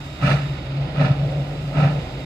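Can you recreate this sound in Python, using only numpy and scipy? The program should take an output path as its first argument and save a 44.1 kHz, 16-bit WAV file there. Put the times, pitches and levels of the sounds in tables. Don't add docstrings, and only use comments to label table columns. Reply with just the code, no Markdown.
import sys
import numpy as np
from scipy import signal
from scipy.fft import rfft, irfft
from scipy.io import wavfile

SR = 44100
rng = np.random.default_rng(int(sys.argv[2]) if len(sys.argv) > 2 else 0)


def master(y):
    cut = np.clip(np.atleast_2d(y).T, -1, 1)
    pcm = np.round(cut * 32767)
    wavfile.write(sys.argv[1], SR, pcm.astype(np.int16))


N = 99225
TIME = np.arange(N) / SR
FREQ = np.maximum(np.arange(N // 2 + 1) * SR / N, 1)


def from_db(db):
    return 10 ** (np.asarray(db) / 20)


def rms_one(x):
    return x / np.sqrt(np.mean(x ** 2) + 1e-20)


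def in_time(rows):
    return np.interp(TIME, *np.transpose(rows))


def in_hz(rows):
    hz, value = np.transpose(rows)
    return np.interp(np.log(FREQ), np.log(hz), value)


def pan(db):
    gains = from_db(np.array([[.5], [-.5]]) * db)
    return gains / np.sqrt(np.mean(gains ** 2, axis=0))


def drift(rate):
    spectrum = rfft(rng.standard_normal(N))
    return rms_one(irfft(spectrum / (1 + (FREQ / rate) ** 4), N))


def noise(colour_db):
    # (frequency [Hz], correlation before the phase lead [0 to 1])
    likeness = [(50, 1), (130, 1), (280, 0.95), (600, 0.8), (1300, 0.83), (3000, 0.73), (6000, 0.3),
                (12000, 0.097)]
    # (frequency [Hz], phase by which the left leads [rad])
    port_phase = [(760, 0), (1020, 1.46), (1125, 3.5), (1300, 6.5), (1500, 7.5), (1780, 10.5), (2300, 14),
                  (2950, 15.5), (3300, 16), (4250, 17.5), (4680, 23), (5000, 25.5), (13000, 48)]
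    # (frequency [Hz], left minus right [dB])
    balance = [(350, -1), (520, 0.5), (670, 2), (800, -13), (1000, 1), (1420, -3.5), (1650, -7),
               (2800, -12.5), (3230, -2), (3480, -16.5), (4600, -1.5), (7700, -3), (10000, 5.5)]
    mid, side = rfft(rng.standard_normal((2, N)))
    alike = np.clip(in_hz(likeness), 0, .999)
    both = np.sqrt(1 + alike) * mid + np.sqrt(1 - alike) * side * [[1], [-1]]
    both[1] *= np.exp(-1j * in_hz(port_phase))
    return rms_one(irfft(both * from_db(colour_db) * pan(in_hz(balance)), N))


def tone(hz, wander_hz, rate, flutter_db, octave_db=-80):
    cycles = np.cumsum(hz + wander_hz * drift(rate)) / SR + rng.random()
    phase = 2 * np.pi * cycles
    wave = np.sin(phase) + from_db(octave_db) * np.sin(2 * phase)
    return rms_one(wave * from_db(flutter_db * drift(rate)))


def puff(start, length, attack, release):
    age = TIME - start
    opening = np.sin(np.pi / 2 * np.clip(age / attack, 0, 1)) ** 2
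    return opening * np.exp(-np.maximum(age - length, 0) / release)


def ragged(x):
    eddy_db, turbulence_db = 1.7, 0.93
    spectrum, out = rfft(x), 0
    for hz in 2. ** np.arange(5, 15):
        share = np.maximum(1 - np.abs(np.log2(FREQ / hz)), 0)
        out = out + irfft(spectrum * share, N) * from_db(eddy_db * drift(84))
    return rms_one(out * from_db(turbulence_db * drift(190)))


def rumble():
    # (frequency [Hz], relative density [dB per Hz])
    rumble_colour = [(20, -34), (48, -2.5), (72, 10.5), (88, 2), (135, 12.5), (215, -2.5), (280, 5.5),
                     (400, -5), (700, -41.5)]
    # (time [s], level [dB])
    rumble_level = [(0, -38), (.3, -33), (2.25, -33)]
    # (frequency [Hz], level relative to the rumble noise [dB])
    drone_rows = [(51, -7), (71, -10)]
    drones = 0
    for hz, db in drone_rows:
        drones = drones + from_db(db) * tone(hz, wander_hz=4.1, rate=8.1, flutter_db=1)
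    return from_db(in_time(rumble_level)) * (noise(in_hz(rumble_colour)) + drones)


def wheel_roar():
    # (centre [Hz], half-width at -6 dB [Hz], relative level [dB])
    wheels = [(479, 82, -3.5), (559, 54, 0), (620.5, 40, -2), (677, 106, -6), (766, 63, -2.5),
              (792, 125, -3.5)]
    # (time [s], level [dB])
    rolling_level = [(0, -43.5), (.55, -43), (.82, -35.5), (.92, -36.5), (1.15, -35.5), (1.42, -33.5),
                     (1.62, -38.5), (1.97, -35), (2.25, -42)]
    swell_db = 2.8
    roar = 0
    for hz, width, db in wheels:
        band = noise(-20 * np.log10(1 + ((FREQ - hz) / width) ** 2))
        roar = roar + from_db(db + swell_db * drift(9.3)) * band
    return from_db(in_time(rolling_level)) * rms_one(roar)


def leak():
    # (frequency [Hz], relative density [dB per Hz])
    hiss_colour = [(500, -8), (1100, 6), (1330, 4), (1600, 3), (2100, 3.5), (2750, 4.5), (3200, 1),
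                   (3700, 0), (4400, -3.5), (5000, -5), (5600, -16), (7700, -21.5), (9000, -46),
                   (13000, -64)]
    # (time [s], level [dB])
    hiss_level = [(0, -41), (.15, -41.5), (.45, -39), (.85, -39.5), (1.35, -40), (1.65, -41), (2.0, -39),
                  (2.25, -40.5)]
    # (frequency [Hz], relative density [dB per Hz])
    sizzle_colour = [(3000, -25), (5000, 14), (5800, 8.5), (7700, 10), (9000, -4), (13000, 2)]
    # (time [s], level [dB])
    sizzle_level = [(0, -52), (.45, -54.5), (.72, -65), (.9, -64.5), (1.35, -56), (1.95, -55), (2.25, -56)]
    # (time [s], level [dB])
    whistle_level = [(0, -50.5), (.45, -51), (.75, -57.5), (1.6, -59), (2.25, -53.5)]
    hiss = from_db(in_time(hiss_level) + 0.56 * drift(38)) * noise(in_hz(hiss_colour))
    sizzle = from_db(in_time(sizzle_level) + drift(25)) * noise(in_hz(sizzle_colour))
    whistle = tone(hz=3731, wander_hz=3.8, rate=30, flutter_db=2.0, octave_db=-17.5)
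    return hiss + sizzle + from_db(in_time(whistle_level)) * whistle * pan(db=-3.5)


def draught():
    # (time [s], level [dB])
    hum_level = [(0, -33.5), (.12, -34), (.18, -51), (.33, -28), (.375, -25.5), (.53, -25.5), (.60, -40),
                 (.69, -34), (.75, -22.5), (.84, -23), (.91, -33.5), (1.0, -27), (1.15, -34), (1.2, -17.5),
                 (1.32, -26), (1.39, -20.5), (1.48, -27), (1.6, -29), (1.68, -26), (1.71, -32), (1.89, -28),
                 (1.93, -19.5), (1.99, -21.5), (2.04, -45.5), (2.25, -33.5)]
    # (time [s], frequency [Hz])
    hum_pitch = [(0, 145.1), (.3, 137.9), (.55, 142.1), (.9, 139), (1.01, 149.6), (1.1, 138.8), (1.25, 146),
                 (1.95, 145.4)]
    # (start [s], time from start to release [s], level when fully open [dB])
    boom_rows = [(0.216, 0.0517, -16.5), (0.29, 0.063, -16.5), (0.972, 0.082, -15.5), (1.084, 0.029, -9.5),
                 (1.759, 0.11, -16)]
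    booms = 0
    for start, length, db in boom_rows:
        booms = booms + from_db(db) * puff(start, length, attack=0.035, release=.01)
    column = tone(in_time(hum_pitch), wander_hz=6.23, rate=40.6, flutter_db=1.8, octave_db=-25.5)
    return (from_db(in_time(hum_level)) + booms) * column


def trees(x):
    level_db, t60_s, delay_s = -14.5, 0.51, 0.042
    age = np.maximum(TIME - delay_s, 0)
    scatter = rng.standard_normal((2, N)) * (age > 0) * from_db(-60 * age / t60_s)
    above_bass = signal.sosfilt(signal.butter(2, 400, "high", fs=SR, output="sos"), x)
    tail = signal.fftconvolve(above_bass, rms_one(scatter) / np.sqrt(N), axes=1)[:, :N]
    return from_db(level_db) * tail


def exhaust():
    # (start [s], time from start to release [s], rush level [dB], tilt above 600 Hz [dB per octave])
    chuffs = [(0.183, .14, -18, 1.17), (0.926, 0.14, -21.5, 0.2), (1.709, 0.14, -21, -0.25)]
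    # (frequency [Hz], relative density [dB per Hz])
    rush_colour = [(40, 2.5), (100, 1.5), (175, 18), (220, -2), (370, -7.5), (600, 2.5), (900, -3),
                   (1500, -4), (2700, -4), (4500, -18), (6000, -29), (9000, -40), (13000, -46.5)]
    # (centre [Hz], width [Hz], boost or cut [dB])
    peaks_and_dips = [(270, 42, 12), (615, 110, 5), (760, 39, 5.5), (1120, 53, -1.5), (1296, 86, 9),
                      (1753, 34, 10), (2170, 230, -9.5), (2330, 140, 4.5), (3185, 210, -11.5)]
    colour = in_hz(rush_colour)
    for hz, width, db in peaks_and_dips:
        colour = colour + db / (1 + (2 * (FREQ - hz) / width) ** 2)
    octaves = np.log2(np.maximum(FREQ / 600, 1))
    rush = 0
    for start, length, db, tilt_db in chuffs:
        steam = ragged(noise(colour + tilt_db * octaves))
        rush = rush + steam * from_db(db) * puff(start, length, attack=0.1, release=0.051)
    return rush + trees(rush)


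def scene():
    return rumble() + wheel_roar() + leak() + draught() * pan(db=0.3) + exhaust()


def record(dry):
    edges = np.clip(np.minimum(TIME, TIME[-1] - TIME) / .004, 0, 1)
    low_pass = signal.ellip(12, .1, 90, 13100, fs=SR, output="sos")
    return signal.sosfilt(low_pass, dry * edges)


dry = scene()
out = record(dry)
master(out)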